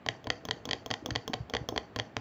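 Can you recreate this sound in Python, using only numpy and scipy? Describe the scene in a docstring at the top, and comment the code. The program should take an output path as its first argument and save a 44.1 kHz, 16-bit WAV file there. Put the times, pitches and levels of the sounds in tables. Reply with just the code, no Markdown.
"""A kitchen, with a phone close to a plastic bowl in which a fork beats raw eggs, nearly five strokes a second.
Tine tips tap the wall, skid onto the bottom and clack flat: each contact is a burst of decaying bowl and
fork modes. The egg plops and sloshes as short gliding bubbles, and the bowl bumps softly on the table.
Decaying noise makes the kitchen's short tail; shaped noise and a sine make the steady hum and thin whine."""
import sys
import numpy as np
from scipy import signal
from scipy.fft import rfft, irfft
from scipy.io import wavfile
from scipy.ndimage import uniform_filter1d

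SR = 44100
rng = np.random.default_rng(int(sys.argv[2]) if len(sys.argv) > 2 else 0)


def pcm_store(signal):
    """Save signal as 16-bit PCM."""
    levels = np.round(np.clip(np.atleast_2d(signal), -1, 1) * 32767)
    wavfile.write(sys.argv[1], SR, levels.astype(np.int16).T)


def gain_from_db(level_db):
    """Convert decibel levels to linear amplitude factors (20 dB per decade)."""
    decades = np.asarray(level_db, float) / 20
    return 10 ** decades


N = 97064  # length [samples]
TAP, SKID, CLACK = 0, 1, 2  # kinds of contact


def add(out, sound, start):
    """Lays a sound into the take at start [s]."""
    first = int(start * SR)
    count = min(len(sound), len(out) - first)
    out[first:first + count] += sound[:count]


def peak(sound, db):
    """Scales a sound to a peak level [dB]."""
    return sound * gain_from_db(db) / np.abs(sound).max()


def curve(points, hz):
    """Level [dB] at each hz, read from a table of (frequency [Hz], level [dB]) on a log frequency axis."""
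    table = np.array(points)
    return np.interp(np.log(hz), np.log(table[:, 0]), table[:, 1])


def bubble(hz, cycles, glide):
    """A soft swell that rings a few cycles; its pitch rises with positive glide and falls with negative."""
    u = np.arange(int(3 * cycles / hz * SR)) / SR * hz / cycles
    swell = u * np.exp(-2.2 * u ** 2.9)
    return np.sin(2 * np.pi * cycles * (u + glide * u ** 2 / 2)) * swell


def ring(modes, db, scatter_db, detune, alternate=True, pitch=1):
    """Decaying modes, one row each, struck at a slightly different spot every time."""
    table, t = np.array(modes), np.arange(SR // 6) / SR
    pitch_draw, level_draw = rng.standard_normal((2, len(table), 1))
    hz = table[:, :1] * (pitch + detune * pitch_draw)
    polarity = -np.ones((len(table), 1))
    if alternate:
        polarity[1::2] = 1
    size = polarity * gain_from_db(db[:, None] + scatter_db * level_draw)
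    decay = np.exp(-np.log(1000) * t / table[:, 1:2])
    return size * np.sin(2 * np.pi * hz * t) * decay


# colour of the room's noise ahead of the microphone: (frequency [Hz], relative density [dB])
HUM_COLOUR = [(40, -6), (110, 6.5), (300, 3), (2000, -8.5), (4000, -20), (6300, -33), (13500, -25),
              (15200, -8), (15700, -20)]


def hum():
    """Steady kitchen noise: white noise weighted by frequency, then set to one rms level."""
    level_db = -56.5
    hz = np.arange(N // 2 + 1) * SR / N + 1
    noise = irfft(rfft(rng.standard_normal(N)) * gain_from_db(curve(HUM_COLOUR, hz)), N)
    return gain_from_db(level_db) * noise / noise.std()


def whine():
    """A thin electronic whine: one steady, faint sine."""
    level_db, hz = -82, 7590
    return gain_from_db(level_db) * np.sin(2 * np.pi * hz * np.arange(N) / SR)


EGG_GLIDE = 0.12  # upward pitch glide of gulps and plops


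def gulps():
    """The egg sloshes: many small rising bubbles, calming down after each fork contact."""
    base_db, scatter_db, settle_db_per_s = -58.5, 11, 56
    per_s, middle_hz, cycles = 110, 330, 2.1
    out = np.zeros(N)
    # the first entry is a stir before the take begins
    stirs = np.array([-.15] + [row[0] for row in WALL_TAPS + BOTTOM_SKIDS + FLAT_CLACKS])
    for when, pitch, size in rng.random((1000, 3)):
        start = when * 1000 / per_s
        if start < N / SR:
            hz = middle_hz * 2 ** (2.4 * (pitch - .5))
            since_stir = start - stirs[stirs < start].max()
            db = base_db - settle_db_per_s * since_stir - scatter_db * np.log(.05 + size)
            add(out, bubble(hz, cycles, EGG_GLIDE) * gain_from_db(db), start)
    return out


# kitchen tail by band: (centre frequency [Hz], t60 [s], level [dB])
KITCHEN_BANDS = [(110, 0.26, -7.5), (318, 0.33, -4.5), (740, 0.47, -7.5), (1350, 0.25, -9.5),
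                 (2967, 0.27, -14.5), (3650, 0.19, -15), (4700, 0.33, -15)]


def kitchen(near):
    """The room answers with diffuse noise that dies band by band, in uneven clusters of echoes."""
    onset_ms, grain_db = 2.4, 3
    bands, t = np.array(KITCHEN_BANDS), np.arange(SR // 2) / SR
    hz = np.arange(len(t) // 2 + 1) * SR / len(t) + 1
    grain_t = t[::SR // 200]
    tail = np.zeros(len(t))
    for k, (_, t60, db) in enumerate(bands):
        # each band fades into its neighbours' centres
        weight = np.interp(np.log(hz), np.log(bands[:, 0]), (np.arange(len(bands)) == k).astype(float))
        fade = np.exp(-np.log(1000) * t / t60) * (1 - np.exp(-t * 1000 / onset_ms))
        fade = fade * gain_from_db(grain_db * np.interp(t, grain_t, rng.standard_normal(len(grain_t))))
        noise = irfft(rfft(rng.standard_normal(len(t))) * weight, len(t))
        tail += noise * fade * gain_from_db(db) / np.sqrt(np.sum(fade ** 2))
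    return signal.fftconvolve(near, tail)[:N]


# low modes of the bowl with egg in it, relative levels:
# (frequency [Hz], t60 [s], tap level [dB], skid level [dB], clack level [dB])
BODY_MODES = [(112, 0.1, -15, -8.5, -11), (279, 0.03, -3.5, -2, -12.5), (466.5, 0.059, -3.5, -6, -5.5),
              (638, 0.04, -4.5, -10, -6.5), (778, 0.012, 4.5, 4, 7), (1047.4, 0.031, -5.5, -4.5, -4.5)]
# high modes of bowl and fork, same columns:
# (frequency [Hz], t60 [s], tap level [dB], skid level [dB], clack level [dB])
RING_MODES = [(1630, 0.005, -15, 12.5, -44), (1919, 0.023, -59, -0.5, -7), (2208, 0.028, -59, -6.5, -53),
              (3224, 0.014, -4, 5, -1), (4496, 0.011, -36, 5.5, -7), (5136, 0.012, -11, -14, -22.5),
              (6010, 0.0071, -5.5, 0.5, -13.5), (6960, 0.0032, -11.5, -4.5, -11),
              (10060, 0.0029, 0.5, 3, -16.5), (11320, 0.0069, -15.5, -31, -23.5),
              (14600, 0.0078, 11, 2, -20), (4280, 0.013, -14.5, -28, -46)]
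# one row each for tap, skid, clack:
# (build-up [ms], lag of the body [ms], chatter of the tines [dB], time after which egg chokes the ring [ms])
CONTACT_KINDS = [(0.39, 0.08, 1.4, 13), (1, 0.54, 8, 8.4), (0.32, 0.87, 3.5, 4.5)]
# broad crack under the high modes, relative: (tap level [dB], skid level [dB], clack level [dB])
CRACK_LEVELS = (-17, -10, -13)


def contact(out, start, ring_db, body_db, kind, colour_db):
    """One fork contact rings the high modes sharply and pushes the body of the bowl softly."""
    push_ms, crack_ms, chatter_ms, crack_hz = 0.55, 7.5, 0.26, 6130
    body_rise_cycles = 0.47
    dry_wall_pitch = 1.03  # modes sit higher where no egg loads the wall
    high, low = np.array(RING_MODES), np.array(BODY_MODES)
    rise_ms, lag_ms, chatter_db, wet_ms = CONTACT_KINDS[kind]
    ms = np.arange(SR // 6) * 1000 / SR
    chatter_noise, crack_noise = rng.standard_normal((2, len(ms)))

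    width = int(chatter_ms * SR / 1000) + 1
    chatter = np.sqrt(width) * uniform_filter1d(uniform_filter1d(chatter_noise, width), width)
    shape = (1 - np.exp(-ms / rise_ms)) * np.exp(-(ms / wet_ms) ** 2) * gain_from_db(chatter_db * chatter)
    pitch = dry_wall_pitch if kind == TAP else 1
    rows = ring(RING_MODES, high[:, 2 + kind] + colour_db, 1, .008, pitch=pitch)
    dull = signal.butter(4, crack_hz, fs=SR, output="sos")
    crack = gain_from_db(CRACK_LEVELS[kind]) * signal.sosfilt(dull, crack_noise) * np.exp(-ms / crack_ms)
    top = high[:, 0] > 9000
    main = shape * (rows[~top].sum(axis=0) + crack)
    treble = shape * rows[top].sum(axis=0)
    # twice the rms of the loudest 2 ms, leaving the treble out, sets the ring level
    loudest = np.sqrt(4 * uniform_filter1d(main ** 2, size=SR // 500).max())
    add(out, (main + treble) * gain_from_db(ring_db) / loudest, start)

    push = np.hanning(int(push_ms * SR / 1000) + 3)
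    body = signal.fftconvolve(ring(BODY_MODES, low[:, 2 + kind], 2, .035, alternate=False), push[None])
    # the egg-laden body swells up, low modes last
    swell = 1 - np.exp(-ms / 1000 * low[:, :1] / body_rise_cycles)
    body = (body[:, :len(ms)] * swell).sum(axis=0)
    add(out, peak(body, body_db), start + lag_ms / 1000)


# skids onto the bottom, close to the microphone:
# (time [s], ring level [dB], body peak level [dB], gain of the modes over 10 kHz [dB])
BOTTOM_SKIDS = [(0.0627, -27.5, -25.5, 3), (0.2704, -28, -25.5, 3), (0.4866, -28.5, -26.5, -2),
                (0.6898, -27, -29.5, -3), (0.9039, -27.5, -27, -2), (1.1059, -23, -32, -10),
                (1.1524, -26.5, -27.5, -4), (1.3339, -23, -26.5, 0), (1.5365, -21.5, -24, 1),
                (1.7612, -27.5, -23, -3), (1.961, -23.5, -24.5, 7), (1.9881, -25, -26.5, -12),
                (2.1662, -20.5, -25.5, 1)]


def skids():
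    """Tine tips skid onto the bottom: a slower build-up and the strongest chatter."""
    out, top = np.zeros(N), np.array(RING_MODES)[:, 0] > 9000
    for start, ring_db, body_db, top_db in BOTTOM_SKIDS:
        contact(out, start, ring_db, body_db, SKID, top_db * top)
    return out


# flat clacks of the tines, close to the microphone:
# (time [s], ring level [dB], body peak level [dB], gain of the 1.9 kHz mode [dB])
FLAT_CLACKS = [(0.0871, -13, -24, 2.5), (0.302, -13.5, -23.5, 1), (0.5102, -14, -25.5, 1.9),
               (0.7103, -17.5, -26.5, -1), (0.7318, -15.5, -25, 0), (0.9116, -18, -23, 0.5),
               (0.939, -20, -30, 2.5), (1.159, -15.5, -24.5, 1.8), (1.339, -19.5, -22.5, -11),
               (1.5497, -19.5, -21.5, 0.5), (1.567, -20, -31.5, 5.5), (1.7769, -17.5, -24.5, 0.5),
               (1.9977, -17.5, -28, -1.5)]


def clacks():
    """Tines clack flat: a fast build-up that the egg soon chokes."""
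    out, second = np.zeros(N), np.arange(len(RING_MODES)) == 1
    for start, ring_db, body_db, second_db in FLAT_CLACKS:
        contact(out, start, ring_db, body_db, CLACK, second_db * second)
    return out


# tip taps on the wall, close to the microphone:
# (time [s], ring level [dB], body peak level [dB], gain of the modes over 10 kHz [dB])
WALL_TAPS = [(0.2426, -40.5, -41, -4.5), (0.4522, -30.5, -31.5, -0.5), (0.654, -28, -31, -4.5),
             (0.861, -29, -29, -2.5), (1.06, -23.5, -26.5, -2.5), (1.278, -25.5, -27, -2),
             (1.498, -34.5, -35.5, -5), (1.6882, -22.5, -24.5, -2.7)]


def taps():
    """Tine tips tap the wall: little chatter, higher modes and the longest ring before the choke."""
    out, top = np.zeros(N), np.array(RING_MODES)[:, 0] > 9000
    for start, ring_db, body_db, top_db in WALL_TAPS:
        contact(out, start, ring_db, body_db, TAP, top_db * top)
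    return out


# plops of egg folding over in the bowl: (time [s], peak level [dB], frequency [Hz])
EGG_PLOPS = [(0.675, -37, 235), (1.088, -33, 266), (1.3, -37, 257), (1.724, -31, 330)]


def plops():
    """Egg folds over: a rising bubble, with a wet splat that rings the bowl's low modes."""
    cycles, splat_db = 1.83, -3  # splat level is relative to the plop
    out, clack_db = np.zeros(N), np.array(BODY_MODES)[:, 4]
    for start, db, hz in EGG_PLOPS:
        add(out, peak(bubble(hz, cycles, EGG_GLIDE), db), start - .5 / hz)
        splat = ring(BODY_MODES, clack_db, 2, .05).sum(axis=0)
        add(out, peak(splat, db + splat_db), start)
    return out


# soft bumps of the bowl on the table: (time [s], peak level [dB], frequency [Hz])
TABLE_THUMPS = [(1.116, -33, 115), (1.405, -33, 135), (1.612, -35, 135)]


def thumps():
    """The bowl bumps softly on the table: a short low swell that falls in pitch."""
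    out = np.zeros(N)
    for start, db, hz in TABLE_THUMPS:
        add(out, -peak(bubble(hz, 1.7, -0.35), db), start - .5 / hz)  # cycles, glide
    return out


def scene():
    """Fork, egg and bowl in the kitchen, over the hum and the whine."""
    near = gulps() + skids() + clacks() + taps() + plops() + thumps()
    return (near + kitchen(near) + hum() + whine())[None]


# response of the phone's microphone: (frequency [Hz], gain [dB])
MIC_RESPONSE = [(20, -21), (62, 5), (6900, -0.5), (8400, -16), (16300, -23), (17000, -68)]


def microphone(sound):
    """The phone loses the deep bass and most of the top, through a minimum-phase filter."""
    hz = np.arange(2049) * SR / 4096 + 1
    cepstrum = irfft(np.log(gain_from_db(curve(MIC_RESPONSE, hz))))
    # folding the cepstrum forward makes the filter minimum phase
    cepstrum[1:2048] *= 2
    cepstrum[2049:] = 0
    return signal.fftconvolve(sound, irfft(np.exp(rfft(cepstrum))))[:N]


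def top_cut(x):
    """Nothing passes above the cut-off."""
    return signal.sosfilt(signal.butter(12, 16660, fs=SR, output="sos"), x)


def record(dry):
    """The phone close to the bowl hears the scene through its microphone."""
    heard = microphone(dry[0])[None]
    return top_cut(heard)


dry = scene()
out = record(dry)
pcm_store(out)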